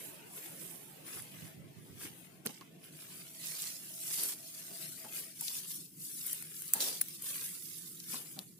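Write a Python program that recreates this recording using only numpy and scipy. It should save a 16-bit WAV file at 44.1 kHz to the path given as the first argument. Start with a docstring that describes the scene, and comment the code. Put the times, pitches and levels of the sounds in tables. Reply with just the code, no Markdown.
"""Dry blades and ears of ripe rice sweep along a slow walker's legs and arms: swishes of filtered random ticks.
Husks crackle as short damped rings, stems click as narrow noise bursts, and stiff stalks snap in torn clusters.
Feet and hand give soft knocks, and trodden grass a dull crunch, on a grassy bank beside the crop.
Behind them lie a low rumble of breeze, one gust and a faint far-off drone, all shaped from noise.
Two microphone ports on a hand-held camera give left and right."""
import sys
import numpy as np
from scipy import signal
from scipy.fft import rfft, irfft, next_fast_len
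from scipy.io import wavfile
from scipy.ndimage import uniform_filter1d, map_coordinates

SR = 44100
rng = np.random.default_rng(int(sys.argv[2]) if len(sys.argv) > 2 else 0)


def pcm_store(signal):
    """Save signal as 16-bit PCM."""
    levels = np.round(np.clip(np.atleast_2d(signal), -1, 1) * 32767)
    wavfile.write(sys.argv[1], SR, levels.astype(np.int16).T)


N = 378819

# gain of white noise for distant crop and trodden grass: hz, level_db
FIELD_SPECTRUM = [(25, -45), (60, -25), (150, -16.5), (330, 0), (530, -5.5), (800, -8.5), (1200, -13.5),
                  (2700, -11.5), (6000, -21.5)]
TOP_HZ = 15550  # upper limit of the band
SWELL_DB = 24  # a swell's rise or fall time spans this much
SHIVER_DB, SHIVER_T60_S = -17, .032  # what a snapped or slipped stem leaves ringing


def amp(db):
    """A level in decibels is 20 times the logarithm of the gain."""
    return 10 ** (np.asarray(db) / 20)


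def unit(x):
    """Normalisation: equal mean power, rms 1."""
    return x / np.sqrt(np.mean(x ** 2) + 1e-20)


def curves(rows):
    """Linear interpolation in time: one value per sample for each column after the time."""
    s, *cols = np.transpose(rows)
    return [np.interp(np.arange(N) / SR, s, c) for c in cols]


def wobble(rate, size=32):
    """Slow random modulation: a smooth curve through rate random knots a second."""
    at = np.arange(0, N + size, size)
    knots = rng.standard_normal(int(N * rate / SR) + 4)
    return np.interp(np.arange(N), at, map_coordinates(knots, [at * rate / SR]))


def sides(pan_db):
    """Level difference between the ports, split evenly; positive is louder on the left."""
    return amp(np.array([[.5], [-.5]]) * pan_db)


def coloured(x, spectrum, size=2048):
    """Minimum-phase filtering: a folded cepstrum makes the wanted gain causal."""
    hz, db = np.transpose(spectrum)
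    gain = amp(np.interp(np.log(np.fft.rfftfreq(size, 1 / SR) + 1), np.log(hz), db))
    cepstrum = irfft(np.log(gain))
    cepstrum[1:size // 2] *= 2
    cepstrum[size // 2 + 1:] = 0
    response = irfft(np.exp(rfft(cepstrum)))
    return signal.fftconvolve(x, response[None], axes=1)[:, :x.shape[1]]


def pair(alike, count):
    """Partial coherence: two white noises share the fraction alike of their power."""
    common = rng.standard_normal(count)
    return np.sqrt(alike) * common + np.sqrt(1 - alike) * rng.standard_normal((2, count))


def ticks(per_second, spread_db, size=12):
    """Shot noise: contacts of random strength and sign, up to size samples apart at the two ports."""
    happens = rng.random(N) < per_second / SR
    strength = happens * amp(spread_db * np.clip(rng.standard_normal(N), -2, 2))
    strength = strength * np.sign(rng.standard_normal(N))
    arrival = (np.arange(N) + rng.integers(-size, size + 1, N)) % N
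    return unit(np.array([strength, np.bincount(arrival, strength, N)]))


def swell(start, rise, hold, fall):
    """Exponential growth and decay round a hold at 1; also returns the samples covered, out to -72 dB."""
    ends = [(start - 3 * rise) * SR, (start + hold + 3 * fall) * SR]
    first, last = np.clip(ends, 0, N).astype(int)
    t = np.arange(first, last) / SR - start
    before = np.maximum(-t, 0) / rise
    after = np.maximum(t - hold, 0) / fall
    return slice(first, last), amp(-SWELL_DB * (before + after))


def shifting(x, depth_db, size=1024):
    """Time-varying spectrum: random smooth patches of gain over time and frequency."""
    z = signal.stft(x, nperseg=size)[2]
    patches = uniform_filter1d(rng.standard_normal(z.shape[1:]), size=3, axis=0)
    patches = uniform_filter1d(patches, size=5, axis=1)
    gain = amp(depth_db * np.tanh(unit(patches)))
    return unit(signal.istft(z * gain, nperseg=size)[1][:, :N])


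def drone(centre_hz=645, width_hz=55):
    """Narrow-band noise: a faint drone from far off, fading in and out."""
    # mean level of the drone: time_s, level_db
    drone_levels = [(0, -71.5), (3, -77), (4.4, -69), (5.1, -68.5), (5.6, -92.5)]
    level_db, = curves(drone_levels)
    band = [(centre_hz / 2, -45), (centre_hz - width_hz, -15), (centre_hz, 0),
            (centre_hz + width_hz, -9), (centre_hz * 2, -65)]
    fading_db = 4.5 * np.tanh(wobble(14))
    return amp(level_db + fading_db) * unit(coloured(pair(0.16, N), band))


def breeze():
    """Turbulent pressure: air rumbles at the ports, stirs the distant crop and buffets in one gust."""
    # mean level of the rumble: time_s, level_db
    breeze_levels = [(0, -61), (2.7, -60.5), (4.7, -62.5), (5.4, -62), (7.6, -61), (8.59, -60)]
    # gain of white noise for the rumble: hz, level_db
    rumble_spectrum = [(25, -30), (55, -34), (80, -19.5), (115, -8.5), (163, 5), (220, -6), (330, -4.5),
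                       (480, -20), (800, -66.5)]
    # gain of white noise for the buffeting: hz, level_db
    buffet_spectrum = [(25, -32), (55, -22), (90, -4), (135, 4.5), (200, -3), (400, -12.5), (900, -59)]
    rumble_db, = curves(breeze_levels)
    rumble_db = rumble_db + 1.97 * wobble(12)
    rumble = amp(rumble_db) * unit(coloured(pair(0.78, N), rumble_spectrum))

    field_db = -54.5 - 4 * np.arange(N) / SR  # the murmur dies away by 4 dB a second
    field = amp(field_db) * shifting(coloured(pair(0.02, N), FIELD_SPECTRUM), depth_db=8.0)

    span, push = swell(1.38, rise=0.73, hold=0.54, fall=0.62)  # seconds
    gust = np.zeros(N)
    gust[span] = amp(-55.5) * push
    lumps = amp(4.7 * wobble(27.02))
    buffet = gust * unit(lumps * coloured(pair(0.23, N), buffet_spectrum))
    return rumble * sides(pan_db=-1.6) + field * sides(pan_db=2.0) + buffet * sides(pan_db=-6.5)


def knocks(size=880):
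    """Damped impact: a blow of foot or hand gives a dull thud and a rough, hollow scuff."""
    # knocks, both levels before a common trim; decay spans 48 dB:
    # start_s, ring_db, ring_hz, thud_re_ring_db, decay_s
    knock_events = [(2.045, -64, 780, 19.5, 0.03), (2.454, -37, 456, -0.5, 0.048),
                    (2.489, -47.5, 874, 1, 0.045), (2.6094, -47.5, 1105, -6, 0.037),
                    (4.707, -52, 440, 2, 0.057), (5.041, -48, 874, -6, 0.067),
                    (5.412, -51.5, 920, -15, 0.059), (6.746, -42, 900, -6, 0.091),
                    (8.132, -46.5, 1100, 0, 0.081), (8.36, -52, 776, -0.5, 0.13)]
    # gain of white noise for the thud: hz, level_db
    thud_spectrum = [(25, -56), (60, -22), (110, 1), (200, 10.5), (450, -0.5), (750, -41), (4000, -70)]
    trim_db = -6.5
    out, t = np.zeros((2, N + SR)), np.arange(SR // 5) / SR
    for s, db, ring_hz, thud_db, decay_s in knock_events:
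        build_up = 1 - np.exp(-t / (0.2 * decay_s))
        push = build_up * amp(-2 * SWELL_DB * t / decay_s)
        hollow = [(ring_hz / 10, -40), (ring_hz * 0.83, -8), (ring_hz, 0),
                  (ring_hz * 1.116, -12), (ring_hz * 3, -24), (SR / 2, -48)]
        ring = coloured(push * pair(0.17, len(t)), hollow)
        thud = coloured(push * pair(0.68, len(t)), thud_spectrum)
        ring = ring / ring[:, :size].std()
        thud = amp(thud_db) * thud / thud[:, :size].std()
        out[:, round(s * SR):][:, :len(t)] += amp(db + trim_db) * (ring + thud)
    return out[:, :N]


def treads():
    """Compression of loose fibres: matted grass gives under a foot in a dull crunch of many ticks."""
    # feet pressing the grass flat: start_s, level_db
    tread_events = [(4.18, -55), (5.04, -63.5), (6.80, -47.5), (8.14, -60.5)]
    weight = np.zeros(N)
    for s, db in tread_events:
        span, push = swell(s, rise=0.043, hold=0.08, fall=0.18)  # seconds
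        weight[span] += amp(db) * push
    return weight * unit(coloured(ticks(2500, spread_db=2.0), FIELD_SPECTRUM))


def clicks(size=90, click_t60_s=0.0016):
    """Stick-slip release: a stem slips off its neighbour and rings briefly round its own pitch."""
    # clicks of stems and husks: start_s, level_db, pitch_hz, left_re_right_db
    click_events = [(2.055, -43.5, 1570, 4), (2.471, -34.5, 4270, -6), (2.6112, -51.5, 3000, -6),
                    (2.8418, -54, 3300, -7), (3.459, -38, 9500, -7), (3.4702, -41, 8570, -12),
                    (3.621, -32, 9300, -5), (5.482, -31, 4000, 3), (6.6805, -39.5, 11000, -5),
                    (6.8053, -28, 4500, 3), (7.085, -38, 12000, -6), (8.0018, -42.5, 4970, 7),
                    (8.3908, -36, 3800, 4)]
    out, t = np.zeros((2, N + SR)), np.arange(SR // 10) / SR
    for s, db, ring_hz, pan_db in click_events:
        decay = amp(-60 * t / click_t60_s) + amp(SHIVER_DB - 60 * t / SHIVER_T60_S)
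        resonance = [(ring_hz / 3, -40), (ring_hz * .7, -7), (ring_hz, 0),
                     (ring_hz * 1.5, -6), (ring_hz * 3, -18)]
        click = coloured(decay * pair(0.17, len(t)), resonance)
        click = click / click[:, :size].std()
        out[:, round(s * SR):][:, :len(t)] += amp(db) * sides(pan_db) * click
    return out[:, :N]


def snaps(size=220):
    """Brittle fracture: fibres strain, tear in a cluster and leave the stalk shivering; thick ones are darker."""
    # snapping stalks, tearing time being a fall of 60 dB:
    # crack_s, level_db, left_re_right_db, tilt_db_per_octave, tearing_s
    snap_events = [(1.2225, -46, -12, 1, .003), (2.4601, -39, -11, -1.5, 0.0087),
                   (2.4638, -30.5, 0, -5, 0.0019), (4.236, -28, 8, 6, .013), (5.4105, -30.5, 2, 0.5, .016),
                   (6.267, -32, 11, 3, .04), (6.3307, -30, 6, 4.5, .008), (6.4248, -40, 5, -3.5, 0.018),
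                   (6.621, -37, 2, 1, 0.0046), (6.7363, -16, 0.5, 0.3, .0008), (7.0134, -21.5, 0, 1, .004),
                   (7.016, -23, 3, 0, 0.0033), (7.223, -38, 8, 0.5, .012), (8.1435, -42.5, 8, -8, 0.0034),
                   (8.391, -39, 8, -1, 0.0016)]
    # gain for a snap before its tilt: hz, level_db
    snap_spectrum = [(50, -68), (300, -34), (1200, -9.5), (2500, -8), (4000, -12), (6500, -3.5),
                     (9500, 10.5), (12500, 7.5), (16000, 6)]
    lead_s, build_up = 0.0092, .6  # strain before the crack; its build-up as a share of the tearing time
    out, t = np.zeros((2, N + SR)), np.arange(SR // 10) / SR - lead_s
    for s, db, pan_db, tilt_db, tearing_s in snap_events:
        tearing = amp(-60 * np.maximum(t, -t / build_up) / tearing_s)
        fibres = np.sign(pair(.3, len(t))) * amp(3 * rng.standard_normal(len(t)))
        shiver = (t > 0) * amp(SHIVER_DB - 60 * t / SHIVER_T60_S) * pair(0, len(t))
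        tilted = [(hz, level + tilt_db * np.log2(hz)) for hz, level in snap_spectrum]
        snap = coloured(tearing * fibres + shiver, tilted)
        # same energy as size samples of rms 1
        snap *= np.sqrt(size) / np.linalg.norm(snap, axis=1, keepdims=True)
        out[:, round((s - lead_s) * SR):][:, :len(t)] += amp(db) * sides(pan_db) * snap
    return out[:, :N]


def crackles(count=160, size=256):
    """Poisson impacts on light resonators: each husk gives a damped sine of its own pitch and strength."""
    # runs of scraping husks and stubble, level being typical and before the last filter:
    # start_s, length_s, level_db, centre_pitch_hz
    crackle_runs = [(1.062, 0.035, -42.5, 2220), (1.159, 0.048, -41.5, 1700), (2.007, .07, -41.5, 2010),
                    (3.429, 0.27, -31, 7500), (4.079, 0.26, -26, 8040), (4.527, 0.34, -38, 7040),
                    (5.42, 0.24, -37.5, 4970), (6.235, 0.22, -44, 11000), (6.807, 0.058, -25.5, 4650),
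                    (6.862, 0.07, -31, 5200), (8.114, 0.061, -37, 3050)]
    per_second, spread_db = 400, 3.5
    spread_octaves, decay_cycles = 0.3, 1.3
    out, n = np.zeros((2, N + SR)), np.arange(size)
    for s, length, db, centre_hz in crackle_runs:
        when = np.cumsum(rng.exponential(size=count)) / per_second
        within = when < length
        scatter = np.clip(rng.standard_normal((count, 3)), -2, 2)[within]
        pitch, strength, side = scatter.T[:, :, None]
        at = ((s + when[within]) * SR).astype(int)[:, None] + n
        hz = np.minimum(centre_hz * 2 ** (spread_octaves * pitch), TOP_HZ)
        for channel, port in enumerate((1, -1)):
            delay = 2 * (2 - port * side)  # samples; the nearer port hears it sooner and louder
            turns = np.maximum(n - delay, 0) * hz / SR
            gain = amp(db + spread_db * strength + 2 * port * side)
            rings = gain * np.sin(2 * np.pi * turns) * np.exp(-turns / decay_cycles)
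            out[channel] += np.bincount(at.ravel(), rings.ravel(), N + SR)
    return coloured(out[:, :N], [(150, -32), (1000, -5.5)])  # the crackles keep out of the bass


def clumps():
    """Amplitude modulation: contacts come in small clumps, a few milliseconds each."""
    return amp(2.2 * wobble(190))


def sweeps():
    """Addition of powers: swishes of blades, ears and straw add to the light contact, left and right."""
    # light contact with the crop between swishes: time_s, blades_db
    contact_levels = [(0, -77), (1.2, -69), (1.65, -72), (1.9, -59.5), (2.7, -80), (3.3, -52.5),
                      (3.95, -59), (4.6, -46.5), (5.35, -55.5), (5.94, -70), (6.2, -54.5), (7.1, -48.5),
                      (8.35, -53), (8.59, -64)]
    # swishes, one for each tuft swept aside; rise and fall span 24 dB:
    # full_s, rise_s, hold_s, fall_s, blades_db, ears_re_blades_db, straw_re_blades_db, left_re_right_db
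    swish_events = [(0.01, 0.16, 0.041, 0.25, -45.5, -17, -15.5, -4),
                    (0.36, 0.17, 0.09, 0.36, -46.5, -13.5, -13.5, 0),
                    (0.61, 0.24, 0.062, 0.74, -48.5, -13, -14.5, -6.5),
                    (1.068, 0.043, 0.027, 0.17, -49, -8.5, -9.5, 3.5),
                    (1.14, 0.1, 0.032, 0.19, -44, -11, -8, 0), (1.35, 0.26, 0.13, 0.18, -54, -8, -7, 0.5),
                    (2.006, 0.065, 0.043, 0.13, -45, -7, -6.5, 1),
                    (2.19, 0.19, 0.02, 0.36, -57, -13, -7.5, 6),
                    (2.452, .006, .012, 0.3, -53, -2, -4.5, -3),
                    (2.837, 0.036, 0.012, 0.2, -55.5, -14, -8, -2),
                    (3.013, 0.33, 0.2, 0.18, -51, -8, -9.5, 0.5),
                    (3.45, 0.17, 0.23, 0.29, -42.5, -4.5, -13, -3),
                    (4.146, 0.46, 0.15, 0.1, -35, -9.5, -17.5, -0.5),
                    (4.785, 0.15, 0.043, 1, -46, -8.5, -13, 5.5),
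                    (5.156, 0.069, 0.025, 0.15, -38.5, -11.5, -13, 1.5),
                    (5.424, 0.096, 0.17, 0.2, -40.5, -7, -17.5, 1.5),
                    (5.682, 0.035, 0.077, 0.21, -40.5, -9.5, -23, 1),
                    (6.03, 0.12, 0.22, 0.31, -43.5, -11.5, -20.5, 1.5),
                    (6.28, 0.086, 0.048, 0.22, -39.5, -11.5, -14, 0),
                    (6.59, 0.2, 0.025, 0.47, -43.5, -18, -17.5, 3.5),
                    (6.745, .008, .05, .08, -40, -9, -11, 0.5),
                    (6.808, 0.02, 0.04, 0.27, -34, -4.5, -18, 0.5),
                    (7.257, 0.088, 0.18, 0.29, -40, -12.5, -13, 0),
                    (7.582, 0.24, 0.16, 1, -48, -11.5, -41, -8.5),
                    (8.118, 0.1, 0.022, 0.27, -39.5, -7.5, -16.5, 3)]
    straw_exponent = 0.83  # exponent of the straw's swell
    contact = amp(curves(contact_levels)[0])
    blades, ears, straw = (np.ones((2, 1)) * (amp(db) * contact) ** 2 for db in (0, -7.5, -14.5))
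    for s, rise, hold, fall, db, ears_db, straw_db, pan_db in swish_events:
        span, push = swell(s, rise, hold, fall)
        peak = amp(db) * sides(pan_db)
        blades[:, span] += (peak * push) ** 2
        ears[:, span] += (peak * amp(ears_db) * push) ** 2
        straw[:, span] += (peak * amp(straw_db) * push ** straw_exponent) ** 2
    return np.sqrt(blades), np.sqrt(ears), np.sqrt(straw)


def brushing():
    """Friction as dense random contacts: plants slide past in a fine hiss with a dry grain."""
    # gain of the ticks for leaf blades: hz, level_db
    blade_spectrum = [(3000, -62), (6000, -10), (7500, -6), (9000, -1), (10300, 1), (13000, -2),
                      (15500, -5)]
    # gain of the ticks for ears of grain: hz, level_db
    ear_spectrum = [(1500, -41), (2600, -8.5), (3500, -1), (5000, 2.5), (6800, -1), (8500, -0.5),
                    (14000, -56)]
    # gain of the ticks for straw: hz, level_db
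    straw_spectrum = [(100, -13.5), (450, 0), (800, -12), (1100, -1.5), (1450, 1.5), (2200, 7.5), (3300, 5),
                      (7000, -23.5)]
    hiss, rasp, crunch = sweeps()
    vigour = (hiss.mean(axis=0) / hiss.max()) ** 0.2  # harder brushing makes more contacts
    catching_db = 0.89 * wobble(55)  # blades catch and let go
    grain = ticks(700 * vigour, spread_db=3.0)  # single hard contacts, heard in every part of the plant

    blade_ticks = shifting(ticks(14000, spread_db=2.0), depth_db=9.5)
    ear_ticks = shifting(ticks(6000, spread_db=3), depth_db=12) * clumps()
    straw_ticks = shifting(ticks(3000, spread_db=3), depth_db=10.5) * clumps()
    blades = unit(coloured(blade_ticks + 0.18 * grain, blade_spectrum))
    ears = unit(coloured(ear_ticks + .36 * grain, ear_spectrum))
    straw = unit(coloured(straw_ticks + .3 * grain, straw_spectrum))
    return (hiss * blades + rasp * ears + crunch * straw) * amp(catching_db)


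def scene():
    """Superposition in a free field: all sources add, without echo."""
    background = drone() + breeze()
    contacts = knocks() + treads() + clicks() + snaps() + crackles()
    return background + contacts + brushing()


def record(dry):
    """Band limiting: an ideal low-pass keeps nothing from TOP_HZ upwards."""
    m = next_fast_len(N + SR // 2)
    passed = np.fft.rfftfreq(m, 1 / SR) < TOP_HZ
    return irfft(rfft(dry, m) * passed, m)[:, :N]


dry = scene()
out = record(dry)
pcm_store(out)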